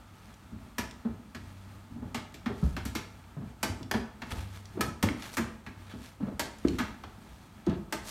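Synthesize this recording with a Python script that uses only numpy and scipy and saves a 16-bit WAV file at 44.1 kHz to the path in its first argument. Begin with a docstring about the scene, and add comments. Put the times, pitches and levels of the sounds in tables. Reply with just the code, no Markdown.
"""An elliptical trainer is pedalled on a wooden floor, heard from beside its flywheel cover.
From the start belt and rollers rumble; with each turn the flywheel hums and parts rub faintly.
Soon the linkage ticks, the shifting load knocks the hollow plastic housing, and a worn crank joint
slips with a click. From 2.6 s hard pushes also thump the floorboards and the linkage scrapes.
The hum weakens over the last two turns, while the knocks and clicks go on almost to the end."""
import sys
import numpy as np
from scipy import signal
from scipy.fft import rfft, irfft, next_fast_len
from scipy.io import wavfile
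from scipy.ndimage import map_coordinates

SR = 44100
rng = np.random.default_rng(int(sys.argv[2]) if len(sys.argv) > 2 else 0)


def put_to_file(sound):
    """Save the sound as 16-bit audio at rate SR, in the file named by the first command-line argument."""
    columns = np.atleast_2d(sound).T  # one column per channel
    safe = np.clip(columns, -1, 1)
    whole_steps = np.round(safe * 32767)
    wavfile.write(sys.argv[1], SR, whole_steps.astype(np.int16))


N = 357210
SIZE = 2 ** 15  # samples in one event
T, HZ = np.arange(SIZE) / SR, np.fft.rfftfreq(SIZE, 1 / SR)

# Reverberation of the room. Each row: frequency in Hz, time to decay by 60 dB (t60) in seconds.
ROOM_DECAY = [(60, 1), (220, 0.28), (500, 0.56), (1500, 0.47), (5000, 0.43), (9000, 0.39), (14000, 0.2)]
# Resonances of crank arm and cover. Each row: frequency in Hz, width in Hz, dB re the broad spectrum.
COVER_RESONANCES = [(640, 45, 3), (876, 45, 5), (1287, 75, 3), (1555, 40, 3), (1692, 50, 6), (1930, 120, 0),
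                    (2178, 60, 3), (2378, 40, 4), (2675, 35, 2), (3360, 70, 2), (4280, 60, 1),
                    (4458, 60, 1), (5750, 150, 0), (6233, 50, 2)]
# Lasting modes of frame and housing. Each row: frequency in Hz, relative level in dB, t60 in seconds.
FRAME_MODES = [(212, -5, .7), (327, -4, .45), (402, -5, .4), (432, -7, .35), (640, -10, .42), (876, -9, .4),
               (1287, -14, .35), (1555, -15, .3), (1692, -11, .3), (2178, -16, .3), (2378, -15, .3)]
# Spectra of the five noise-like sounds. Each row: frequency in Hz, relative spectral density in dB.
BELT_SPECTRUM = [(20, -37), (40, -7), (62, -1), (100, -7.5), (140, -9), (215, -5.5), (330, -17),
                 (500, -23.5), (850, -19.5), (1500, -26.5), (3500, -31.5), (5500, -37), (9000, -37),
                 (10300, -42.5), (13500, -40.5), (16000, -47)]
FRICTION_SPECTRUM = [(200, 6.5), (700, 0.5), (1200, 2.5), (2300, -0.5), (3800, 3), (6000, -4.5),
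                     (10000, -9), (14000, -13), (16000, -24)]
FLOOR_SPECTRUM = [(20, -20), (45, -15.5), (62, 5), (78, 0.5), (98, -0.5), (125, -0.5), (170, -7), (260, -1),
                  (600, -60.5)]
RATTLE_SPECTRUM = [(100, -23.5), (200, 4), (300, 2.5), (410, 5), (520, 1), (900, -5), (1400, -9.5),
                   (2200, -24.5), (4000, -29), (12000, -70)]
CLICK_SPECTRUM = [(100, -40), (300, 7.5), (450, -5), (550, -1.5), (1000, 2), (2200, -2), (2900, -4),
                  (5000, -6.5), (8000, -9), (10200, -14), (12000, -11.5), (14500, -15), (16000, -33)]
# Pulley whirr, fading as the listener leaves the cover's side. Each row: time in seconds, level in dB.
PULLEY_LEVELS = [(0, -66.5), (2.1, -68.5), (3.1, -67), (8.1, -71)]
# Turns of the crank. Each row: start of the load in seconds, hum level in dB, decay in dB per second.
CRANK_TURNS = [(0.02, -55.5, 20), (1.35, -47.5, 9.5), (2.73, -40.5, 37), (4.38, -39.5, 50),
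               (5.7, -49.5, 23), (7.1, -61, 27)]
# Scrapes of the linkage. Each row: peak time in seconds, relative level in dB, half-length in seconds,
# relative treble in dB.
SCRAPES = [(2.653, -56, 0.067, 1), (4.318, -41, .01, -5), (4.377, -46, 0.056, -4),
           (4.559, -51.5, 0.03, -2.5), (5.25, -43.5, .039, -3.5), (5.341, -47.5, 0.012, 4),
           (5.918, -50, 0.029, -9), (6.056, -52.5, .035, -0.5), (6.743, -53, 0.099, -4),
           (7.718, -48.5, 0.03, -22), (8.1, -44.5, 0.026, 5)]
# Dry contacts in the linkage. Each row: start in seconds, relative level in dB, pitch in Hz.
LINKAGE_TICKS = [(0.34, -53, 4370), (.910, -42, 4000), (3.829, -42, 3530), (4.655, -45, 4040),
                 (5.087, -25, 1790), (5.222, -35, 2850), (6.585, -50.5, 5960), (6.648, -34.5, 1200),
                 (6.674, -45, 4200), (6.683, -32.5, 3520), (7.665, -43.5, 4540), (7.696, -44, 3480)]
# Hard pushes on a pedal. 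Each row: start in seconds, level in dB, floor pitch in Hz, swell in seconds.
PEDAL_PUSHES = [(2.636, -19, 66.4, 0.021), (2.72, -29.5, 65.6, 0.022), (3.689, -31.5, 95, .02),
                (3.939, -33.5, 106, 0.02), (4.322, -31, 86, 0.01), (4.371, -30, 66, 0.019),
                (5.032, -25.5, 98.5, 0.022), (6.654, -33, 61.4, 0.019)]
# Hollow knocks of the housing, with some of their echoes and after-ring. Each row: start in seconds,
# level in dB, pitch in Hz, swell in seconds, relative level of loose parts in dB.
HOLLOW_KNOCKS = [(0.512,-40,214,0.02,-60), (1.048,-24,226.6,0.014,-45), (1.905,-44,246,.012,-69),
                 (1.957,-33.5,224,0.0096,-58.5), (2.021,-34.5,245,0.011,-52.5), (2.49,-34,402.5,0.019,-46),
                 (2.626,-18,169,.008,-47.5), (3.365,-31,147,.014,-52), (3.412,-36.5,215.5,0.017,-55),
                 (3.69,-34.5,270,0.0097,-52), (3.807,-36,308,0.0046,-56), (3.939,-24,223.6,0.022,-38.5),
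                 (4.322,-42,209,.007,-49.5), (4.747,-43,370,0.013,-66), (4.771,-29,345,0.0061,-46),
                 (4.792,-27,225,0.009,-43), (4.884,-27.5,156,.004,-61), (5.035,-14,224,0.0049,-38),
                 (5.099,-27.5,293,0.0076,-52), (5.382,-28.5,229,0.024,-44.5), (5.388,-31,355,0.012,-48.5),
                 (5.937,-34,236,0.0035,-56.5), (6.201,-30.5,269,0.013,-51), (6.224,-24,208,0.01,-47.5),
                 (6.267,-32.5,214,0.015,-46), (6.65,-10.5,292,0.0034,-45), (6.662,-24,321,0.0088,-64),
                 (6.70,-33,181,0.017,-62), (7.667,-18,339,0.0078,-40.5), (7.674,-21,195,0.016,-54),
                 (7.697,-20,186,0.005,-46)]
# Slips of the crank joint. Each row: start in seconds, relative level in dB, clack emphasis in dB,
# clack pitch in Hz, snap emphasis in dB, t60 in seconds, jolt to the housing in dB.
JOINT_SLIPS = [(0.782,-35.5,-0.5,1290,-1,0.12,-28), (1.347,-47.5,1,1100,-9,0.12,-39),
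               (2.145,-38,0.5,1300,-7.5,0.13,-30.5), (2.341,-47,-16,1010,-8.5,0.095,-66),
               (2.459,-44.5,7,1130,-19,0.13,-22), (2.765,-41.5,3.5,1300,-12.5,0.11,-35),
               (2.852,-44,-6,1000,4,0.14,-30.5), (2.9508,-35,-8.5,925,-8,.14,-34),
               (3.629,-30,-2,1000,1,0.088,-31.5), (3.9121,-30,2.5,930,-5,0.042,-42),
               (3.939,-39,6,1020,-17,0.094,-43), (4.218,-43,2,1020,-18,0.1,-38),
               (4.808,-30.5,2,1750,1.5,0.076,-38), (5.0268,-31.5,1.5,1100,1.5,0.073,-33),
               (5.369,-35,1.5,1540,0,0.096,-37), (5.38,-42.5,11.5,1600,3,0.076,-34),
               (5.6632,-49.5,5,1480,-15,.1,-44), (6.3943,-31.5,-2.5,1130,-1.5,.1,-38),
               (6.785,-39,3.5,1260,-6.5,0.17,-38), (6.797,-44,4.5,1270,-21,0.22,-23.5),
               (7.036,-46.5,6,860,-19,0.057,-56), (7.9243,-33,-1,1500,-3.5,0.095,-43)]


def amp(db):
    """Decibels as an amplitude ratio."""
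    return 10 ** (np.asarray(db) / 20)


def unit(x):
    """Normalisation to an rms of 1."""
    return x / np.sqrt(np.mean(x ** 2) + 1e-20)


def along(points, hz=HZ):
    """Interpolation of (Hz, value) points on a logarithmic frequency axis."""
    f, v = np.transpose(points)
    return np.interp(np.log(hz + 1), np.log(f + 1), v)


def bump(hz, octaves):
    """A Gaussian band of height 1 around hz."""
    return np.exp(-(np.log2((HZ + 1) / hz) / octaves) ** 2)


def wobble(rate):
    """Smooth random modulation with rate knots a second."""
    return map_coordinates(rng.standard_normal(int(N * rate / SR) + 4), [np.arange(N) * rate / SR])


def add(track, start, sound):
    """Superposition of a sound on the track, from start in seconds."""
    first = max(round(start * SR), 0)
    track[first:first + len(sound)] += sound[:N - first]


def coloured(x, gain):
    """Minimum-phase filtering: causal, and keeping the power of white noise."""
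    cepstrum = irfft(np.log(np.maximum(unit(gain), 1e-6)))
    cepstrum[1:SIZE // 2] *= 2
    cepstrum[SIZE // 2 + 1:] = 0
    return irfft(rfft(x) * np.exp(rfft(cepstrum)))


def hiss(gain):
    """Stationary noise of rms 1, shaped in frequency by gain."""
    size = next_fast_len(N)
    spectrum = rfft(rng.standard_normal(size)) * np.interp(np.fft.rfftfreq(size, 1 / SR), HZ, gain)
    return unit(irfft(spectrum, size)[:N])


def burst(gain, rise, t60):
    """Modal overlap: many dense modes ring as noise that rises quickly and decays exponentially."""
    envelope = (1 - np.exp(-T / rise)) * amp(-60 * T / t60)
    noise = coloured(envelope * rng.standard_normal(SIZE), gain)
    return unit(noise) * np.sqrt(np.mean(envelope ** 2))


def swing(hz, swell, sharpness):
    """A damped oscillation whose envelope peaks after swell seconds."""
    age = T / swell
    return (age * np.exp(1 - age)) ** sharpness * np.sin(2 * np.pi * hz * T)


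def in_room(x, wet_db, build=0.003):
    """Reverberation: an event gains a diffuse tail in which each frequency decays at its own rate."""
    hz, t, spectra = signal.stft(rng.standard_normal(SIZE), SR, nperseg=256)
    decay = amp(-60 * t / along(ROOM_DECAY, hz)[:, None])
    tail = signal.istft(spectra * decay, SR, nperseg=256)[1][:SIZE]
    wet = signal.fftconvolve(x, tail * (1 - np.exp(-(T / build) ** 2)))[:SIZE]
    return x + amp(wet_db) * unit(wet) * np.sqrt(np.mean(x ** 2))


def cover_gain():
    """Resonance: crank arm and cover add Lorentzian peaks to a flat power response."""
    peaks = sum(amp(db) ** 2 / (1 + (2 * (HZ - hz) / width) ** 2) for hz, width, db in COVER_RESONANCES)
    return np.sqrt(1 + peaks)


def frame_ring(gain):
    """Free vibration: a blow with spectrum gain excites the frame's modes at random strengths."""
    ring = np.zeros(SIZE)
    draws = rng.standard_normal((len(FRAME_MODES), 2))
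    for (hz, db, t60), (scatter_db, phase) in zip(FRAME_MODES, draws):
        envelope = np.interp(hz, HZ, gain) * amp(db + scatter_db - 60 * T / t60)
        ring += envelope * np.sin(2 * np.pi * (hz * T + phase))
    return ring * (1 - np.exp(-T / 0.0048))


def belt_and_rollers(level_db=-55.5, air_db=-57):
    """Rolling noise: belt and rollers rumble unevenly over the still air of the room."""
    colour = amp(along(BELT_SPECTRUM))
    envelope = amp(level_db + 0.5 * wobble(1.97) + 1.7 * wobble(16))
    return envelope * hiss(colour * cover_gain()) + amp(air_db) * hiss(colour)


def pulley_whirr(hz=1270, octaves=0.22):
    """Narrow-band noise has a faint pitch: a pulley sings."""
    level_db = np.interp(np.arange(N) / SR, *np.transpose(PULLEY_LEVELS))
    return amp(level_db + 0.75 * wobble(5.2)) * hiss(bump(hz, octaves))


def rubbing(grain_db=2.5, level_db=-1):
    """Sliding friction: parts brush once a turn and now and then scrape, in gritty strokes of noise."""
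    t = np.arange(N) / SR
    colour = amp(along(FRICTION_SPECTRUM)) * cover_gain()
    upper = along([(2500, 0), (7000, 1)])
    dull_power, bright_power = np.zeros(N), np.zeros(N)
    brushes = [(start + 0.23, -62.5, 0.15, -2) for start, *_ in CRANK_TURNS]  # rows as in SCRAPES
    for peak, db, half_length, treble_db in brushes + SCRAPES:
        stroke = amp(db) * np.exp(-np.abs((t - peak) / half_length) ** 1.5 / 2)
        dull_power += stroke ** 2
        bright_power += (amp(treble_db) * stroke) ** 2
    grit = unit(amp(grain_db * wobble(500)))
    dull = np.sqrt(dull_power) * hiss(colour * (1 - upper))
    bright = amp(-3) * np.sqrt(bright_power) * hiss(colour * upper)
    return amp(level_db) * grit * (dull + bright)


def flywheel_hum(hz=97, octave_db=-14, idle_db=-65, attack_s=0.06):
    """Amplitude modulation by load: the hum rises as the drive takes up each turn, then eases."""
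    t, power = np.arange(N) / SR, amp(idle_db) ** 2
    for start, db, fall in CRANK_TURNS:
        age = np.maximum(t - start, 0)
        power = power + (np.minimum(age / attack_s, 1) * amp(db - fall * age)) ** 2
    phase = 2 * np.pi * np.cumsum(hz * (1 + 0.0124 * wobble(5))) / SR  # slightly unsteady speed
    envelope = np.sqrt(2 * power) * amp(1.8 * wobble(12))
    return envelope * (np.sin(phase) + amp(octave_db) * np.sin(2 * phase))


def linkage_ticks(level_db=4, chatter_per_s=7, chatter_db=-59, chatter_hz=1200):
    """Light impacts ring briefly, each around one pitch: a few clear ticks over faint random chatter."""
    out = np.zeros(N)
    count = round(chatter_per_s * N / SR)
    starts, draws = rng.uniform(0, N / SR, count), rng.standard_normal((count, 2))
    chatter = [(start, chatter_db + 2.5 * size, chatter_hz * 2 ** octave)
               for start, (size, octave) in zip(starts, draws)]
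    for start, db, hz in LINKAGE_TICKS + chatter:
        gain = (amp(-32) + bump(hz, octaves=1)) * cover_gain()
        tick = burst(gain, rise=0.00082, t60=0.018)
        add(out, start, amp(db + level_db) * in_room(tick, wet_db=-6))
    return out


def floorboards():
    """Damped oscillation: a hard push on a pedal makes the boards swing a few times."""
    out = np.zeros(N)
    for start, db, hz, swell in PEDAL_PUSHES:
        add(out, start, amp(db) * in_room(swing(hz, swell, sharpness=2), wet_db=-10, build=0.019))
    return out


def housing_events(after_knock_s=0.035, loss_db=13.5, jolt_lag_s=0.002054, natural_hz=236.3):
    """Each knock has one weaker after-knock, like a short echo; by coupling, slips jolt the housing."""
    after_knocks = [(start + after_knock_s, db - loss_db, hz, 0.0076, loose_db - loss_db)
                    for start, db, hz, _, loose_db in HOLLOW_KNOCKS]
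    jolts = [(start + jolt_lag_s, jolt_db, natural_hz, 0.01, db - 12.5)
             for start, db, *_, jolt_db in JOINT_SLIPS]
    return HOLLOW_KNOCKS + after_knocks + jolts


def housing_knocks(rattle_db=6.5, ring_db=-1, floor_db=-37.5, usual_knock_db=-28):
    """Impact excitation: a soft blow swings a panel, rattles and rings the frame and shakes the floor."""
    out = np.zeros(N)
    rattle_gain = amp(along(RATTLE_SPECTRUM)) * cover_gain()
    ring_gain = amp(along([(450, 1.5), (900, -19), (1700, -31), (4000, -5)]))
    floor_gain = amp(along(FLOOR_SPECTRUM))
    for start, db, hz, swell, loose_db in housing_events():
        panel = amp(db) * swing(hz, swell, sharpness=3)
        rattle = burst(rattle_gain, rise=0.16 * swell, t60=0.15)  # a softer knock builds more slowly
        loose = amp(rattle_db) * in_room(rattle, wet_db=-1) + amp(ring_db) * frame_ring(ring_gain)
        thump_db = floor_db + 0.28 * (db - usual_knock_db)
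        thump = amp(thump_db) * burst(floor_gain, rise=0.0067, t60=0.35)
        add(out, start, in_room(panel, wet_db=-7.5, build=0.017) + amp(loose_db) * loose + thump)
    return out


def crank_clicks(level_db=7.5, ring_db=-12, body_rise_s=0.0007, snap_rise_s=0.0002, snap_life=0.66):
    """Stick-slip: the worn joint lets go with a dry snap and sets crank arm and cover ringing."""
    out = np.zeros(N)
    body = amp(along(CLICK_SPECTRUM)) * cover_gain()
    treble = along([(4000, 0), (9000, 0.71)])
    ring_gain = amp(along([(300, -6), (650, -8)]))
    for start, db, clack_db, clack_hz, snap_db, t60, _ in JOINT_SLIPS:
        # The crank's angle decides which part of the cover answers most.
        colour = amp(clack_db * bump(clack_hz, octaves=0.97) + snap_db * treble)
        # Plastic damps the treble fastest, so the snap is stronger at first and gone sooner.
        bands = (1 - treble, body_rise_s, t60), (treble, snap_rise_s, snap_life * t60)
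        crack = np.zeros(SIZE)
        for band_power, rise, life in bands:
            gain = body * colour * np.sqrt(band_power)
            energy_share = np.sum(gain ** 2) / np.sum(body ** 2)
            crack += np.sqrt(energy_share * t60 / life) * burst(gain, rise, life)
        ring = amp(ring_db) * frame_ring(colour * ring_gain)
        add(out, start, amp(db + level_db) * (in_room(crack, wet_db=-4, build=0.0053) + ring))
    return out


def scene():
    """Superposition: the pressures of all sources add at one nearby point."""
    impacts = crank_clicks() + housing_knocks() + floorboards() + linkage_ticks()
    return (impacts + flywheel_hum() + pulley_whirr() + rubbing() + belt_and_rollers())[None]


def record(dry):
    """Band limiting: an ideal low-pass filter removes everything above 16 kHz."""
    size = next_fast_len(N + SR)
    passband = np.fft.rfftfreq(size, 1 / SR) < 16000
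    return irfft(rfft(dry, size) * passband, size)[:, :N]


dry = scene()
out = record(dry)
put_to_file(out)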